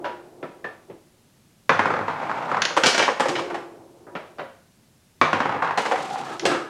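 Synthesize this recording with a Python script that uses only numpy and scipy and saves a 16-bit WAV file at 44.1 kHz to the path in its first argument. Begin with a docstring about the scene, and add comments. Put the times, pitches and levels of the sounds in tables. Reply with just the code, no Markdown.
"""The ball return of a home-built wooden lane clacks over a droning trough and steady room rumble and hiss.
A first small ball drops on the boards, hops ever lower and faster, rolls, scatters pins and tumbles in the pit.
The machine clacks again; a second ball drops, hops, rolls, scuffs along the gutter and slams into the back.
Hits are cracks, filtered noise shudders, decaying modes and room tails; rolling and drones are shaped noise."""
import sys
import numpy as np
from scipy import signal
from scipy.fft import rfft, irfft
from scipy.io import wavfile
from scipy.ndimage import uniform_filter1d

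SR = 44100
rng = np.random.default_rng(int(sys.argv[2]) if len(sys.argv) > 2 else 0)


def store_pcm(level_fs):
    """Save levels as 16-bit WAV."""
    pcm = np.round(np.clip(level_fs, -1, 1) * 32767).astype(np.int16)
    wavfile.write(sys.argv[1], SR, np.atleast_2d(pcm).T)


N = 295029

# In the hit tables, thud and click are relative to the wood, ahead of the trims in blows().
# Balls dropped on the lane. Each row: start in seconds, first hop in seconds, bounciness 0-1,
# bounciness lost per second of hop.
THROWS = [(1.6935, .099, .885, 2.45), (5.2135, .1168, .84, 1.85)]
# First landing of each throw. Each row: wood in dB, crack pitch in Hz, thud in dB, click in dB.
LANDINGS = [(-11, 1088, -12, -14), (-11, 1110, -12, -11)]
# Change of a landing each time the hop halves
HALF_WOOD_DB, HALF_THUD_DB, HALF_CLICK_DB, HALF_OCTAVES = -6.5, 2, -3, -0.2
# Rolling ball jolting over uneven boards. 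Each row: start in seconds, wood in dB, crack pitch in Hz.
JOLTS = [(2.081, -23, 930), (2.1, -28.5, 860), (2.16, -31.5, 1050), (2.295, -28.5, 1010),
         (2.314, -27, 1350), (2.515, -22, 1340), (2.545, -24.5, 890), (2.569, -21.5, 832),
         (5.623, -20.5, 1480), (5.646, -24, 920), (5.674, -25, 1330), (5.708, -23.5, 960)]
JOLT_THUD_DB, JOLT_CLICK_DB = -15, -17.5
# Colour of the lane boards. Each row: frequency in Hz, relative level in dB per Hz.
LANE_COLOUR = [(35, -69), (74, -24), (99, -2), (123, -16.5), (166, -11), (295, -3), (332, -7), (539, 0.5),
               (619, -5.5), (1050, 1), (1420, -2), (2110, -11.5), (2980, -23), (6380, -39), (9500, -52),
               (12000, -67.5), (15000, -71)]
# Modes of the lane. Each row: frequency in Hz, relative level in dB, t60 in seconds.
LANE_MODES = [(101, -20.5, 0.44), (155.7, -16, 0.53), (189.7, -20, 0.19), (475, -14, 0.099),
              (1077, -17.5, 0.21)]

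# Level curves of the runs, two on the lane and one in the gutter. Each row: time in seconds, level in dB
# ahead of the trims.
ROLL_RUNS = [
    [(2.03, -32.5), (2.474, -27), (2.568, -28), (2.61, -29.5)],
    [(5.54, -29), (5.608, -31.5), (5.65, -21), (5.76, -40.5)],
    [(5.99, -36), (6.006, -34), (6.346, -35), (6.39, -47)],
]
# Balance of each run. Each row: rumble in dB and hiss in dB, re the middle band, ahead of the trims.
ROLL_TINTS = [(-6, -17), (-15, -30), (-2, -8)]
# Colour of the rolling. Each row: frequency in Hz, relative level in dB per Hz.
ROLL_COLOUR = [(35, -67), (60, -45), (141, -11), (276, -10), (332, -12), (469, -10), (619, -3.5), (798, 5),
               (1300, -1.5), (1390, -3.5), (1600, -7.5), (2530, -13.5), (7500, -32.5), (15000, -60.5)]

# Ball clipping a pin. Each row: start in seconds, wood in dB, crack pitch in Hz, thud in dB, click in dB.
STRIKES = [(2.6195, -23.5, 3560, -25, 1), (2.6525, -26, 5970, -7, 1), (6.3955, -39.5, 5940, -14, 5)]
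# Colour of a clipped pin. Each row: frequency in Hz, relative level in dB per Hz.
STRIKE_COLOUR = [(80, -45), (400, -16), (900, -5.5), (1600, 17.5), (2600, 6.5), (4000, 6.5), (6000, 2),
                 (7000, 0.5), (7700, -20.5), (10000, -14.5), (12000, -43), (16000, -42.5)]
# Pins tumbling on deck and side boards. Each row: start in seconds, wood in dB, crack pitch in Hz, click in dB.
PINS = [(2.835, -17.5, 2190, -7.5), (2.86, -19, 3060, -2.5), (2.867, -23, 3040, 2), (2.896, -35, 2490, -9),
        (2.946, -24.5, 2340, -8), (2.979, -21.5, 2550, -5.5), (2.994, -20.5, 2510, -18),
        (3.026, -22.5, 1980, -12.5), (3.354, -29, 2350, -15), (3.363, -35.5, 4010, -29)]
PIN_THUD_DB = -8
# Colour of tumbling pins. Each row: frequency in Hz, relative level in dB per Hz.
PIN_COLOUR = [(60, -31.5), (110, -18.5), (500, -2.5), (1000, -8.5), (1500, -3.5), (2300, -7), (3200, -0.5),
              (5600, 2), (7500, -7), (10000, -17.5), (12500, -32.5), (16000, -57)]
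# Modes of the pins. Each row: frequency in Hz, relative level in dB, t60 in seconds.
PIN_MODES = [(584, -8.5, .25), (690, -8.5, .25), (944, -3, .26), (1405, -11, .35), (1850, -11, .45),
             (2306, -12, .35), (2923, -13.5, .28), (2992, -13.5, .3), (3218, -12.5, .3), (3774, -16.5, .35),
             (4010, -9.5, .11), (4134, -17, .35), (4806, -13, .3), (5228, -14.5, .35), (5912, -17.5, .35),
             (6670, -19.5, .4)]

# Ball against gutter and pit walls. Each row: start in seconds, wood in dB, crack pitch in Hz, click in dB,
# rebound in dB re the first hit.
KNOCKS = [(2.705, -29.5, 1030, -28, -10.5), (2.766, -20.5, 947, -13.5, 4.5), (2.842, -20, 920, -14, -12),
          (2.996, -20.5, 517, -21, -5.5), (3.079, -19.5, 1090, -32, -1), (3.197, -21, 840, -14, 3.5),
          (3.256, -24, 560, -18, -6), (3.285, -26, 363, -8, -2.5), (3.386, -31.5, 893, -14, 4),
          (3.501, -31.5, 695, -20, -3), (3.544, -29, 788, -17, -4.5), (5.775, -20.5, 775, -12.5, 0),
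          (5.853, -24.5, 840, -15.5, 1), (5.912, -23, 815, -20.5, 4), (5.956, -27.5, 890, -17, -7),
          (6.156, -32.5, 800, -39, -8), (6.4535, -19, 377, -5.5, -6), (6.515, -25.5, 328, -12.5, -9),
          (6.547, -25, 317, -28, -12)]
KNOCK_THUD_DB, THUD_DB_PER_OCTAVE = -13.5, -2.5  # thud re wood for a crack at 1 kHz, and its slope
KNOCK_REBOUND_S = 0.0072
# Colour of gutter and pit walls. Each row: frequency in Hz, relative level in dB per Hz.
PIT_COLOUR = [(41, -55.5), (70, -26), (215, -6), (330, -2), (403, -4.5), (540, 1.5), (618, -9), (809, -4),
              (1160, -7), (1330, -9.5), (1480, -9.5), (2910, -16), (8000, -29.5), (10500, -40),
              (12500, -51.5), (15000, -62)]
# Modes of gutter and pit walls. Each row: frequency in Hz, relative level in dB, t60 in seconds.
PIT_MODES = [(290, -19.5, .35), (341, -18.5, 0.52), (458, -19, 0.28), (546, -21.5, 1), (751, -28.5, 0.2),
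             (825, -13, 0.21), (1312, -16, 0.17)]

SCUFF_FROM_S, SCUFF_TO_S, SCUFF_DB, SCUFF_FLUTTER_DB = 5.79, 6.3, -50.5, 3.5
# Colour of the gutter scuff. Each row: frequency in Hz, relative level in dB per Hz.
SCUFF_COLOUR = [(1000, -29), (3500, 4.5), (7500, 0), (10500, -9), (13000, -21), (16000, -36)]

# Clacks of pinsetter and ball return. Each row: start in seconds, wood in dB, crack pitch in Hz, thud in dB,
# click in dB, rebound in dB re the first hit.
CLACKS = [(0.044, -29.5, 748, -15.5, -12, -0.5), (0.428, -35, 1326, -1, -13, -10.5),
          (0.643, -34, 1668, -6, -10.5, -16), (0.898, -53.5, 375, 15, -5, -11),
          (4.068, -48, 1224, -1, -30, -1), (4.152, -32.5, 1390, -5.5, -8, -6.5),
          (4.384, -37, 580, -6, -12, 5)]
CLACK_REBOUND_S = .01
# Colour of the machine. Each row: frequency in Hz, relative level in dB per Hz.
SETTER_COLOUR = [(50, -43), (90, -4), (140, 15.5), (300, 17.5), (560, 24), (950, 14.5), (1400, 17),
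                 (2100, 6), (3000, -3.5), (5000, -16.5), (12000, -43)]
# Modes of the machine. Each row: frequency in Hz, relative level in dB, t60 in seconds.
SETTER_MODES = [(540, -6, 0.37), (970, 9.5, 0.4), (1325, -22, 0.41), (1709, -11, 0.31), (1770, -1, 0.24),
                (1825, -2, 0.18), (2780, -3, 0.13)]
# Each clack's thud also shakes the trough
KICK_DB, KICK_RISE_DB_PER_S, KICK_FALL_DB_PER_S, KICK_LAG_S = 0.5, 598, 170, 0.005

# Resonances of the hollow trough. Each row: frequency in Hz, half width in Hz, relative level in dB.
TROUGH = [(141, 16, -12.5), (350, 12, 6.5), (302, 51, -9.5), (417, 40, -6), (546, 10, -4.5),
          (700, 260, -8.5), (1368, 56, -32.5)]
# Resonances of the gutter. Each row: frequency in Hz, half width in Hz, relative level in dB.
GUTTER = [(750, 27.5, 2), (756, 18, 1), (802, 13, 5), (1400, 51, -7)]
# Resonances of the end boards. Each row: frequency in Hz, half width in Hz, relative level in dB.
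END_BOARDS = [(330, 20, 14), (1296, 89, 12.5), (1660, 82, 6)]
# Trough swells. Each row: peak time in seconds, level in dB ahead of the trim, rise and fall in dB per second.
TROUGH_SWELLS = [(0.01, -32.5, 292, 45), (0.42, -43, 71, 28), (3.29, -23.5, 313, 38), (3.53, -29, 300, 139),
                 (4.17, -42, 50.5, 52), (6.334, -38, 72, 123), (6.458, -16.5, 402, 97)]
# Gutter swells. Each row: peak time in seconds, level in dB ahead of the trim, rise and fall in dB per second.
GUTTER_SWELLS = [(5.923, -21.5, 905, 157), (6.16, -29.5, 60, 92)]
# End board swells. Each row: peak time in seconds, level in dB ahead of the trim, rise and fall in dB per second.
END_SWELLS = [(6.34, -32, 111, 300), (6.5, -23.5, 300, 89)]

AIR_DB = -57
# Colour of the room air. Each row: frequency in Hz, relative level in dB per Hz.
AIR_COLOUR = [(20, -2.5), (50, 2.5), (80, 6.5), (110, 1), (160, 0.5), (240, -1.5), (350, -8.5), (600, -13),
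              (1100, -17.5), (2500, -19), (6000, -20.5), (11000, -23), (16000, -32.5)]
# Decay of the room tail. One t60 in seconds each for thud, wood and click.
ROOM_T60_S = [0.34, 0.48, 0.49]
LOW_HZ, HIGH_HZ = 500, 2500  # band splits
CEILING, EDGE_HZ = .76, 16000


def bounces(count=8):
    """A dropped ball loses speed at each landing, so its hops get shorter, softer and duller."""
    rows = []
    for (s, first_hop_s, bounciness, loss), (wood_db, hz, thud_db, click_db) in zip(THROWS, LANDINGS):
        hop_s = first_hop_s
        for _ in range(count):
            halvings = np.log2(first_hop_s / hop_s)
            rows.append((s, wood_db + HALF_WOOD_DB * halvings, hz * 2 ** (HALF_OCTAVES * halvings),
                         thud_db + HALF_THUD_DB * halvings, click_db + HALF_CLICK_DB * halvings))
            s += hop_s
            hop_s *= bounciness - loss * hop_s
    return rows


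def lane():
    """Landings and jolts of the balls excite the boards and their modes."""
    jolts = [(s, db, hz, JOLT_THUD_DB, JOLT_CLICK_DB) for s, db, hz in JOLTS]
    return blows(bounces() + jolts, LANE_COLOUR, LANE_MODES, crack_db=-8.0, cycles=1.8,
                 body_db=[-1, -4, 0], body_s=.0055, room_db=[-8, -9, -9],
                 modes_db=5.5, focus_db=9.5, echo_share=0.59)


def rolling(bumps_per_s=320, spread_db=3, smooth=0.28, lumpy_db=1.5, trim_db=(-3, -2, -3)):
    """The ball rides over the grain of the boards: many tiny bumps on an uneven rub."""
    out = np.zeros(N)
    struck = rng.random(N) < bumps_per_s / SR
    heights = gain_of(spread_db * np.minimum(rng.exponential(1, N), 3))
    bumps = struck * heights * rng.choice([-1., 1.], N)
    rub = smooth * rng.standard_normal(N)
    drive = (bumps + rub) * gain_of(lumpy_db * lumps(size=600))
    runs = [follow(*np.transpose(rows)) for rows in ROLL_RUNS]
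    for band in range(3):
        level = sum(run * gain_of((rumble_db, 0, hiss_db)[band])
                    for run, (rumble_db, hiss_db) in zip(runs, ROLL_TINTS))
        texture = evened(signal.oaconvolve(drive, colour(ROLL_COLOUR, band))[:N])
        out += gain_of(trim_db[band]) * level * texture
    return out


def strikes():
    """The ball clips pins: a short, high crack and the pin modes."""
    return blows(STRIKES, STRIKE_COLOUR, PIN_MODES, crack_db=-13.5, cycles=1.5,
                 body_db=[-1, -1, -1], body_s=0.0041, room_db=[-14, -15, -15],
                 modes_db=1.5, focus_db=12.5, echo_share=0.76)


def pins():
    """Tumbling pins ring their modes against deck and side boards."""
    tumbles = [(s, db, hz, PIN_THUD_DB, click_db) for s, db, hz, click_db in PINS]
    return blows(tumbles, PIN_COLOUR, PIN_MODES, crack_db=-18, cycles=2.2,
                 body_db=[-1, -1, -1], body_s=0.0084, room_db=[-8, -8, -8],
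                 modes_db=6.0, focus_db=8, echo_share=0.67)


def knocks():
    """Double knocks of the ball on hollow boards; the deeper the crack, the more thud."""
    rows = []
    for s, db, hz, click_db, rebound_db in KNOCKS:
        thud_db = KNOCK_THUD_DB + THUD_DB_PER_OCTAVE * np.log2(hz / 1000)
        rows.append((s, db, hz, thud_db, click_db, rebound_db))
    return rebounding(rows, KNOCK_REBOUND_S)


def pit():
    """Knocks excite the hollow gutter and pit walls and their modes."""
    return blows(knocks(), PIT_COLOUR, PIT_MODES, crack_db=-5.5, cycles=2.04,
                 body_db=[-1, -3, 0], body_s=0.01, room_db=[-8, -9, -9],
                 modes_db=1.0, focus_db=8.0, echo_share=0.81)


def scuff():
    """Bright fluttering hiss of the ball rubbing the side of the gutter."""
    rub = evened(signal.oaconvolve(rng.standard_normal(N), colour(SCUFF_COLOUR))[:N])
    flutter = gain_of(SCUFF_FLUTTER_DB * lumps(size=400))
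    return rub * flutter * follow([SCUFF_FROM_S, SCUFF_TO_S], [SCUFF_DB, SCUFF_DB])


def setter():
    """Double clacks of pinsetter and ball return: longer cracks and strongly focused modes."""
    return blows(rebounding(CLACKS, CLACK_REBOUND_S), SETTER_COLOUR, SETTER_MODES, crack_db=-8.5, cycles=11.0,
                 body_db=[-1, -1, 0], body_s=0.016, room_db=[-7, -7, -7],
                 modes_db=11.0, focus_db=29.5, echo_share=0.83)


def channels():
    """Trough, gutter and end boards hum on their resonances; clack thuds also shake the trough."""
    kicks = [(s + KICK_LAG_S, db + thud_db + KICK_DB, KICK_RISE_DB_PER_S, KICK_FALL_DB_PER_S)
             for s, db, _, thud_db, _, _ in CLACKS]
    trough = drone(TROUGH, TROUGH_SWELLS + kicks, trim_db=-4.0)
    gutter = drone(GUTTER, GUTTER_SWELLS, trim_db=-1)
    end_boards = drone(END_BOARDS, END_SWELLS, trim_db=-2.5)
    return trough + gutter + end_boards


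def air():
    """Low steady rumble and hiss of the room, from coloured noise."""
    return gain_of(AIR_DB) * evened(signal.oaconvolve(rng.standard_normal(N), colour(AIR_COLOUR))[:N])


def blows(rows, spectrum, modes, crack_db, cycles, body_db, body_s, room_db, modes_db, focus_db, echo_share):
    """Each blow: a crack of a few cycles, a short shudder of the wood, its modes, and the room's tail.
    echo_share of the tail is the shudder thrown back, with its own uneven colour; the rest is a plain wash."""
    out, t = np.zeros(N), np.arange(SR * 3 // 4) / SR
    early = t < .03
    filters = [colour(spectrum, band) for band in range(3)]
    share = np.clip(echo_share, 0, 1)
    for s, wood_db, hz, thud_db, click_db in rows:
        u = 1.88 * t * hz / cycles
        # gradient: a small surface radiates no bass
        crack = np.gradient(u ** 2 * np.exp(-u) * np.sin(2 * np.pi * hz * t))
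        sound = gain_of(crack_db) * crack / crack[early].std()
        levels_db = (thud_db, 0, click_db)
        for taps, level_db, trim_db, tail_db, t60 in zip(filters, levels_db, body_db, room_db, ROOM_T60_S):
            grain, walls, wash = rng.choice([-1., 1.], (3, len(t)))
            shudder = grain * np.exp(-t / body_s)
            fade = gain_of(tail_db - 60 * t / t60)
            kernel = shudder[early] / np.linalg.norm(shudder)
            echo = signal.fftconvolve(walls * fade, kernel)[:len(t)]
            tail = np.sqrt(share) * echo + np.sqrt(1 - share) * wash * fade
            part = signal.fftconvolve(shudder + tail, taps)[:len(t)]
            sound += gain_of(level_db + trim_db) * part / part[early].std()
        for (mode_hz, mode_db, t60), (a, b) in zip(modes, rng.standard_normal((len(modes), 2))):
            # modes near the crack pitch are favoured; each blow lands on another spot
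            octaves_off = abs(np.log2(mode_hz / hz))
            ring_db = modes_db + mode_db + a - focus_db * min(2 * octaves_off, 1)
            swell = 1 - np.exp(-t * mode_hz / 2)
            tone = np.sin(2 * np.pi * mode_hz * (1 + 0.0035 * b) * t)
            sound += gain_of(ring_db - 60 * t / t60) * swell * tone
        add(out, s, gain_of(wood_db) * sound)
    return out


def rebounding(rows, gap_s):
    """Each hit is followed at once by a second one of the same colour."""
    hits = []
    for s, db, hz, thud_db, click_db, rebound_db in rows:
        hits.append((s, db, hz, thud_db, click_db))
        hits.append((s + gap_s, db + rebound_db, hz, thud_db, click_db))
    return hits


def drone(resonances, swells, trim_db):
    """A rolling ball or a shake keeps a hollow body sounding: noise through its resonances, levelled."""
    hz = np.fft.rfftfreq(N, 1 / SR)
    body = sum(gain_of(db) / (1 + ((hz - f) / width) ** 2) for f, width, db in resonances)
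    hum = evened(irfft(body * rfft(rng.standard_normal(N)), N))
    hum /= np.sqrt(uniform_filter1d(hum ** 2, size=3000) + .01)  # a running level evens out the hum
    return gain_of(trim_db) * hum * swelling(swells)


def swelling(swells):
    """Gain of overlapping swells that each rise and fall at a steady dB rate, summed in power."""
    t = np.arange(N) / SR
    power = 0
    for s, db, rise, fall in swells:
        drop_db = np.maximum((s - t) * rise, (t - s) * fall).clip(max=200)
        power = power + gain_of(db - drop_db) ** 2
    return np.sqrt(power)


def follow(times, db):
    """Gain over the whole scene along a level curve, faded to silence outside it."""
    t = np.arange(N) / SR
    gate = np.interp(t, [times[0] - .02, times[0], times[-1], times[-1] + 0.19], [0, 1, 1, 0])
    return gain_of(np.interp(t, times, db)) * gate


def lumps(size):
    """Slow random unevenness of rms 1, with features about size samples long."""
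    return evened(uniform_filter1d(uniform_filter1d(rng.standard_normal(N), size), size))


def colour(points, band=None, size=4096):
    """Causal minimum-phase filter with the given spectrum; band 0, 1 or 2 keeps its bass, middle or treble."""
    hz = abs(np.fft.fftfreq(size, 1 / SR)) + 1
    f, db = np.transpose(points)
    gain = gain_of(np.interp(np.log(hz), np.log(f), db))
    if band is not None:
        low = 1 / (1 + (hz / LOW_HZ) ** 8)
        high = 1 / (1 + (HIGH_HZ / hz) ** 8)
        gain = gain * np.sqrt([low, (1 - low) * (1 - high), high][band])
    log_gain = np.log(np.maximum(gain / gain.max(), 1e-5))
    return np.fft.ifft(np.exp(np.conj(signal.hilbert(log_gain)))).real[:size // 2]


def gain_of(db):
    """Decibels to amplitude."""
    return 10 ** (np.asarray(db) / 20)


def evened(x):
    """Scales to rms 1."""
    return x / np.sqrt(np.mean(x ** 2) + 1e-20)


def add(mix, s, sound):
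    """Mixes a sound in at time s."""
    part = mix[max(round(s * SR), 0):][:len(sound)]
    part += sound[:len(part)]


def scene():
    """Sum of balls, pins, pit, machine, hollow channels and room air, on one channel."""
    balls = lane() + rolling() + scuff()
    hits = strikes() + pins() + pit()
    background = setter() + channels() + air()
    return (balls + hits + background)[None]


def record(dry, leak_db=-10):
    """The loudest peaks are rounded off, little deep bass gets through; then the band limit."""
    held = dry / (1 + (dry / CEILING) ** 6) ** (1 / 6)
    hz = np.fft.rfftfreq(2 * N, 1 / SR)
    deep = 1 / (1 + (hz / 93) ** 22)
    bass_cut = 1 - deep * (1 - min(gain_of(leak_db), 1))
    held = irfft(rfft(held, 2 * N) * bass_cut)[:, :N]
    band_limit = signal.firwin(511, EDGE_HZ, window=("kaiser", 9), fs=SR)
    return signal.oaconvolve(held, band_limit[None], "same")


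dry = scene()
out = record(dry)
store_pcm(out)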